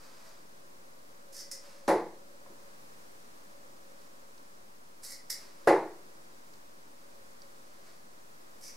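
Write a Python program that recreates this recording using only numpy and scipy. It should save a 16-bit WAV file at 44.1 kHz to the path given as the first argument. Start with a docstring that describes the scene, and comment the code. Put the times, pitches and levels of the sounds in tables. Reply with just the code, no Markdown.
"""Steel-tip darts in a quiet room

A player throws darts near a camera microphone pair. The flight scrapes the chin on the draw and flicks off it
at release: noise grains in three tones. Two darts thud into a bristle board: decaying sine modes with delayed
repeats boom under a crunch of room-decaying noise. A third draw ends the scene with no landing.
Shirt rustle (patchy noise), faint ticks (short noisy rings), a wavering narrow hum, a whine and hiss lie below.
"""
import sys
import numpy as np
from scipy import signal
from scipy.fft import rfft, irfft
from scipy.io import wavfile
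from scipy.ndimage import uniform_filter1d

SR = 44100
rng = np.random.default_rng(int(sys.argv[2]) if len(sys.argv) > 2 else 0)


def int16_out(signal):
    """Quantize to a 16-bit WAV file."""
    q = np.round(np.clip(np.atleast_2d(signal).T, -1, 1) * 32767)
    wavfile.write(sys.argv[1], SR, q.astype(np.int16))


N = 386448  # length of the scene [samples]


def darts():
    """Each blow rings the board modes under a dense crunch of noise that decays with the room."""
    # darts landing: (time [s], level [dB], crunch share [dB], crunch top [dB], crunch bass [dB],
    # knock around 2 kHz [dB])
    landings = [(1.88, -26, -0.5, 6, 6.5, -2.5), (5.672, -22.5, 0.5, 2, 2, 0.5)]
    # point pushing into the fibres: (frequency [Hz], level [dB per Hz])
    fibre_colour = [(35, -63), (60, -40), (256, -18), (346, -5), (437, -1.5), (566, -8), (636, -6),
                    (1010, -9.5), (1250, -19.5), (2000, -20), (3120, -41), (4120, -36.5), (8710, -46),
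                    (10800, -41), (16000, -68.5)]
    boom = board_boom()
    t = np.arange(SR) / SR
    fade_in = np.minimum(t / 0.00025, 1)
    fade_out = np.minimum(2 * (1 - t), 1)
    out = np.zeros((2, N))
    for start, db, crunch_db, top_db, bass_db, knock_db in landings:
        crunch = colour(tail(SR, 0.00112), fibre_colour)
        crunch = colour(crunch, [(220, bass_db), (300, 0), (1000, 0), (16000, top_db)])
        crunch /= opening_rms(crunch)
        blow = boom + from_db(crunch_db) * crunch
        blow = colour(blow, [(1100, 0), (1400, knock_db), (2700, knock_db), (3600, 0)])
        add(out, start, from_db(db) * blow * fade_in * fade_out)
    return out


def board_boom():
    """Decaying modes of board and backing, swelled by delayed repeats, over one low decaying thump."""
    # modes of board and backing: (frequency [Hz], level [dB], 60 dB decay, held to at most 0.5 [s])
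    modes = [(272.8, -23, 0.38), (324.1, 2, 0.476), (353.14, 3, 0.475), (386.9, 3.5, 0.387),
             (432.7, -11, 0.38), (476.1, 0.5, 0.38), (502.2, 6, 0.25), (554, 9, 0.32), (595, 6, 0.143),
             (607.4, -7.5, 0.176), (677, -14.5, 0.14), (720, 3, 0.3), (752.7, -4, 0.49), (774, -3, 0.21),
             (833.4, 8.5, 0.3), (881.3, 2, 0.294), (909, -13, 0.74), (933.6, -3, 0.414), (1007, -9, 0.31),
             (1050.4, -7.5, 0.2), (1107, -16, 0.394), (1134.3, -14, 0.345), (1370, -15, 0.29),
             (1592.5, -15.5, 0.59), (1740, -19, .25), (1950, -9, 0.42), (2029, -11.5, 0.45),
             (2086, -15, 0.4)]
    # delayed repeats that shape the swell of the boom: (delay [s], level [dB])
    repeats = [(.009, 2.5), (.031, 2.5), (.047, -10), (.057, -2.5), (.084, -9.5), (.140, -18)]
    thump_hz, thump_db, thump_decay_s = 45, -25.5, 0.047
    t = np.arange(SR) / SR
    ring = np.zeros(SR)
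    for k, (hz, db, t60) in enumerate(modes):
        # alternating signs soften the start of the boom
        ring += (-1) ** k * from_db(db - 60 * t / min(t60, 0.5)) * np.sin(2 * np.pi * hz * t)
    boom = ring.copy()
    for delay, db in repeats:
        lag = int(delay * SR)
        boom[lag:] += from_db(db) * ring[:SR - lag]
    # keep the abrupt mode starts from adding low rumble
    boom = signal.sosfilt(signal.butter(3, 240, "high", fs=SR, output="sos"), boom)
    boom /= opening_rms(boom)
    thump = np.sin(2 * np.pi * thump_hz * t) * np.exp(-t / thump_decay_s)
    return boom + from_db(thump_db) * thump


def flight():
    """Dragging the flight on the chin, then letting it spring off, opens its body, edge and ring tones."""
    # drags along the chin: (time of touch [s], swell [s], hold [s], peak level [dB],
    # hollow ring [dB relative to the body], bright edge [dB relative to the body])
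    scrapes = [(1.322, 0.0432, 0.039, -48, -28, 0), (5.025, 0.0107, 0.0345, -53, -17, 7),
               (5.097, 0.0069, .008, -50, -7.5, 3.5), (8.609, 0.0527, 0.0194, -50, -23, 1)]
    # springing off at release: (time [s], level [dB], snap length [s], quiver decay [s],
    # ring [dB relative to the body], edge [dB relative to the body])
    flicks = [(1.511, -43, 0.011, 0.0212, -18.5, 1.5), (5.2965, -37.5, 0.011, 0.0122, -8.5, 2)]
    # how the grip stiffens the flight on each throw: (from time [s], body band low edge [Hz],
    # body peak [Hz], ring [Hz], ring width [Hz])
    grips = [(0, 4623, 5290, 2016, 200), (4, 4110, 5210, 2050, 306), (8, 4700, 5800, 2300, 900)]
    ring_db_per_s, edge_db_per_s = 109, -87.5  # along a stroke the ring grows and the edge dulls
    body_level, edge_level, ring_level = np.zeros((3, N))
    for start, swell, hold, db, ring_db, edge_db in scrapes:
        t, shape_db = stroke(swell, hold)
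        add(body_level, start, from_db(db + shape_db))
        add(edge_level, start, from_db(db + shape_db + edge_db + edge_db_per_s * t))
        add(ring_level, start, from_db(db + shape_db + ring_db + ring_db_per_s * t))
    t = np.arange(SR // 4) / SR
    for start, db, length, quiver, ring_db, edge_db in flicks:
        snap = np.minimum(t / 0.005, 1) * (t < length)
        shape = snap + from_db(-1.0) * (t >= length) * np.exp(-(t - length) / quiver)
        add(body_level, start, from_db(db) * shape)
        add(edge_level, start, from_db(db + edge_db) * snap)
        add(ring_level, start, from_db(db + ring_db) * shape)
    tones = np.zeros((3, N))
    for start, *grip_hz in grips:
        first = int(start * SR)
        tones[:, first:] = flight_tones(*grip_hz)[:, first:]
    return np.sum(tones * [body_level, edge_level, ring_level], axis=0)


def flight_tones(low_hz, peak_hz, ring_hz, width_hz):
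    """Stubble plucks the thin plastic in dense uneven grains: body band, bright edge and hollow ring."""
    # colour of the rubbed flight: (frequency [Hz], level [dB per Hz])
    plastic_colour = [(1000, -10.5), (1700, -1), (2500, -6.5), (3300, -9), (4000, -4), (4700, -1.5),
                      (5400, 1), (6200, -4), (6800, -4), (10700, -6.5), (12200, -8.5), (12800, -17),
                      (15000, -17.5), (16000, -31)]
    grains = rng.standard_normal(N) * from_db(2.97 * walk(400))
    hiss = colour(grains, plastic_colour)
    body = colour(hiss, [(0.6 * low_hz, -17), (0.89 * low_hz, -13), (low_hz, -3),
                         (peak_hz, 2), (6600, -3), (8000, -30)])
    edge = colour(hiss, [(6000, -18), (7500, -2.5)])
    ring = band(grains, ring_hz, width_hz)
    return np.array([unit(body), unit(edge), unit(ring)])


def stroke(swell, hold):
    """Time and dB shape of one drag: touch, swell, hold, then a fade as the flight leaves the skin."""
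    touch_db, lift_db_per_s = -9.5, 335.5  # first contact relative to the peak; speed of the fade
    t = np.arange(SR // 4) / SR
    rise_db = touch_db * np.maximum(1 - t / swell, 0)
    lift_db = lift_db_per_s * np.maximum(t - swell - hold, 0)
    return t, rise_db - lift_db


def dry_ticks():
    """Small dry ticks through the scene, and short bright ticks at the onset of each blow."""
    # faint ticks: (time [s], peak level [dB], pitch [Hz])
    faint = [(1.5203, -36.5, 7900), (3.989, -54, 4630), (4.378, -50, 4900), (5.1078, -35.5, 9000),
             (5.326, -30, 5530), (6.537, -48, 4870), (7.418, -41, 5100)]
    # short bright ticks at the onset of each blow: (time [s], peak level [dB], pitch [Hz])
    onsets = [(1.877, -31, 5200), (5.671, -40.5, 4740)]
    return knocks(faint, 16.1, 0.397) + knocks(onsets, 25.0, 0.58)


def bumps():
    """A soft low bump in a few quick contacts as the player shifts."""
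    # contacts: (time [s], peak level [dB], pitch [Hz])
    shifts = [(2.46, -48, 700), (2.495, -49, 316), (2.52, -51, 450)]
    return knocks(shifts, 3.64, 0.9)


def knocks(contacts, cycles, spread):
    """Each small contact is a few cycles of noisy ring; spread is its bandwidth over its pitch."""
    out = np.zeros(N)
    for start, db, hz in contacts:
        turns = np.arange(int(6 * cycles * SR / hz)) * hz / SR
        noise = band(rng.standard_normal(len(turns)), hz, spread * hz)
        knock = noise * turns * np.exp(-2 * turns / cycles)
        add(out, start, from_db(db) * knock / np.abs(knock).max())
    return out


def shirt():
    """Cloth rubbing as the arm moves: patchy fine grain that swells and fades with each move."""
    # arm moves: (time of loudest rub [s], peak level [dB], swell over 20 dB [s], fade over 20 dB [s])
    moves = [(0.0, -63, .1, 0.273), (.27, -60, 0.66, 0.18), (1.64, -56, .06, .4), (4.02, -65.5, 0.19, 0.04),
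             (5.4, -56.5, 0.043, 0.1837), (5.64, -64, 0.228, 0.13), (7.865, -59.5, .05, .12),
             (7.72, -68, .3, .3)]
    # colour of the cloth: (frequency [Hz], level [dB per Hz])
    cloth_colour = [(180, -40), (300, -9.5), (584, -1), (749, -8), (978, -1.5), (3580, -12), (4670, -5),
                    (13500, -20.5), (16000, -39.5)]
    t = np.arange(N) / SR
    level = np.zeros(N)
    for peak, db, swell, fade in moves:
        level += from_db(db - 20 * np.maximum((peak - t) / swell, (t - peak) / fade))
    grain = rng.standard_normal(N) * from_db(1.52 * walk(60))
    return level * unit(colour(grain, cloth_colour))


def air():
    """Gently drifting hiss and rumble, coloured noise partly shared by both sides, with a thin high whine."""
    # colour of the room air: (frequency [Hz], level [dB])
    air_colour = [(12, -34.5), (20, -12.5), (22, -16), (33, -24), (120, -23), (172, -17.5), (210, -15.5),
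                  (472, -16), (527, -14.5), (849, -16.5), (1060, -15), (3070, -30), (4940, -27.5),
                  (9140, -31.5), (16000, -38.5)]
    # left-right likeness of the room air: (frequency [Hz], correlation [-1..1])
    likeness = [(60, 0.98), (130, 0.79), (290, 0.28), (640, -0.593), (1410, -0.77), (3100, -0.215),
                (6820, 0.164), (15000, 0.647)]
    air_db, drift_db = -56, 0.583
    whine_hz, whine_db = 15625, -89
    hiss = unit(colour(pair(N, likeness), air_colour))
    whine = np.sqrt(2) * np.sin(2 * np.pi * whine_hz * np.arange(N) / SR)
    return hiss * from_db(air_db + drift_db * walk(1.964)) + from_db(whine_db) * whine


def wavering_hum():
    """A tone smeared by slow noise into a narrow band, wavering in level."""
    # the wavering: (time [s], level [dB])
    waver = [(0.0, -70), (0.3, -73.5), (1.15, -64), (1.6, -62), (2.37, -61), (2.8, -68.5), (3.34, -71),
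             (3.54, -62.5), (3.75, -68), (4.1, -62), (4.49, -74), (4.85, -72), (5.65, -64.5), (6.05, -65.5),
             (6.5, -74), (7.08, -66.5), (8.08, -69.5), (8.35, -76), (8.76, -68.5)]
    hum_hz, width_hz = 550.4, 56.3
    times, levels_db = np.transpose(waver)
    t = np.arange(N) / SR
    smoother = signal.butter(2, width_hz / 2, fs=SR, output="sos")
    slow = signal.sosfilt(smoother, rng.standard_normal((3, 2, N)))
    turn = 2 * np.pi * hum_hz * t
    shared, left, right = slow[:, 0] * np.cos(turn) + slow[:, 1] * np.sin(turn)
    hum = unit(shared + 0.736 * np.array([left, right]))
    return hum * from_db(np.interp(t, times, levels_db))


def tail(size, build_s):
    """Diffuse room decay: noise in octaves, each scaled by its fade's energy, filling in over build_s."""
    # left-right likeness of the room decay: (frequency [Hz], correlation [-1..1])
    room_likeness = [(60, 0.985), (600, 0.988), (1500, 0.707), (5000, 0.707), (15000, 0.326)]
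    # room decay: (frequency [Hz], 60 dB decay [s])
    room_decay = [(100, 0.485), (400, 0.406), (2000, 0.4284), (6000, 0.379), (14000, 0.182)]
    t = np.arange(size) / SR
    hz = np.fft.rfftfreq(size, 1 / SR)
    noise = rfft(pair(size, room_likeness))
    out = np.zeros((2, size))
    for centre in 62.5 * 2.0 ** np.arange(9):
        octaves_away = np.log2(np.maximum(hz, 1) / centre)
        share = np.cos(np.pi / 2 * np.clip(octaves_away, -1, 1)) ** 2
        fade = from_db(-60 * t / at(centre, room_decay)) * (1 - np.exp(-t / build_s))
        out += irfft(noise * share, size) * fade / np.sqrt(np.sum(fade ** 2))
    return out


def pair(size, likeness):
    """Left and right noise from a shared and an opposed part."""
    c = np.clip(at(np.fft.rfftfreq(size, 1 / SR), likeness), -0.99, 0.99)
    weights = np.sqrt([(1 + c) / 2, (1 - c) / 2])
    mid, side = rfft(rng.standard_normal((2, size))) * weights
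    return irfft(np.array([mid + side, mid - side]), size)


def walk(rate_hz):
    """Random levels held for 1 / rate_hz seconds and slewed twice; spread near 1."""
    hold = int(SR / rate_hz)
    steps = np.repeat(rng.standard_normal(N // hold + 1), hold)
    return 1.374 * uniform_filter1d(uniform_filter1d(steps, hold), hold)[:N]


def colour(x, spectrum):
    """Filter by a (frequency [Hz], level [dB]) spectrum."""
    hz = np.fft.rfftfreq(x.shape[-1], 1 / SR)
    return irfft(rfft(x) * from_db(at(hz, spectrum)), x.shape[-1])


def band(x, hz, width_hz):
    """Band-pass around a centre frequency."""
    edges = [hz - width_hz / 2, hz + width_hz / 2]
    return signal.sosfilt(signal.butter(2, edges, "band", fs=SR, output="sos"), x)


def at(hz, curve):
    """Read a (frequency [Hz], value) curve on a log-frequency axis."""
    f, values = np.transpose(curve)
    return np.interp(np.log(np.maximum(hz, 1)), np.log(f), values)


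def from_db(db):
    """Decibels to amplitude."""
    return 10 ** (np.asarray(db) / 20)


def unit(x):
    """Scale to an RMS of 1."""
    return x / np.sqrt(np.mean(x ** 2))


def opening_rms(x):
    """RMS of the first tenth of a second."""
    return np.sqrt(np.mean(x[..., :SR // 10] ** 2))


def add(out, start, x):
    """Mix x into out from a start time in seconds."""
    i = int(start * SR)
    out[..., i:i + x.shape[-1]] += x[..., :N - i]


def scene():
    """Player and ticks, direct and through the room, with the board and the background."""
    ticks = dry_ticks()
    player = flight() + shirt() + bumps()
    room_send = player + from_db(-11.0) * ticks
    wet = signal.fftconvolve(room_send[None], tail(SR // 2, 0.00257), axes=1)[:, :N]
    direct = from_db(-1.5) * player + ticks
    # the player stands to the right; the camera body shades the left port, most in the treble
    left = colour(direct, [(1000, -2), (6000, -4.5)])
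    direct = np.array([left, direct])
    return direct + from_db(-1.0) * wet + darts() + air() + wavering_hum()


def record(dry):
    """A small constant offset and a steep top cut."""
    offset, top_hz = -0.00295, 15750
    top_cut = signal.ellip(10, 0.2, 70, top_hz, fs=SR, output="sos")
    return signal.sosfilt(top_cut, dry + offset)


dry = scene()
out = record(dry)
int16_out(out)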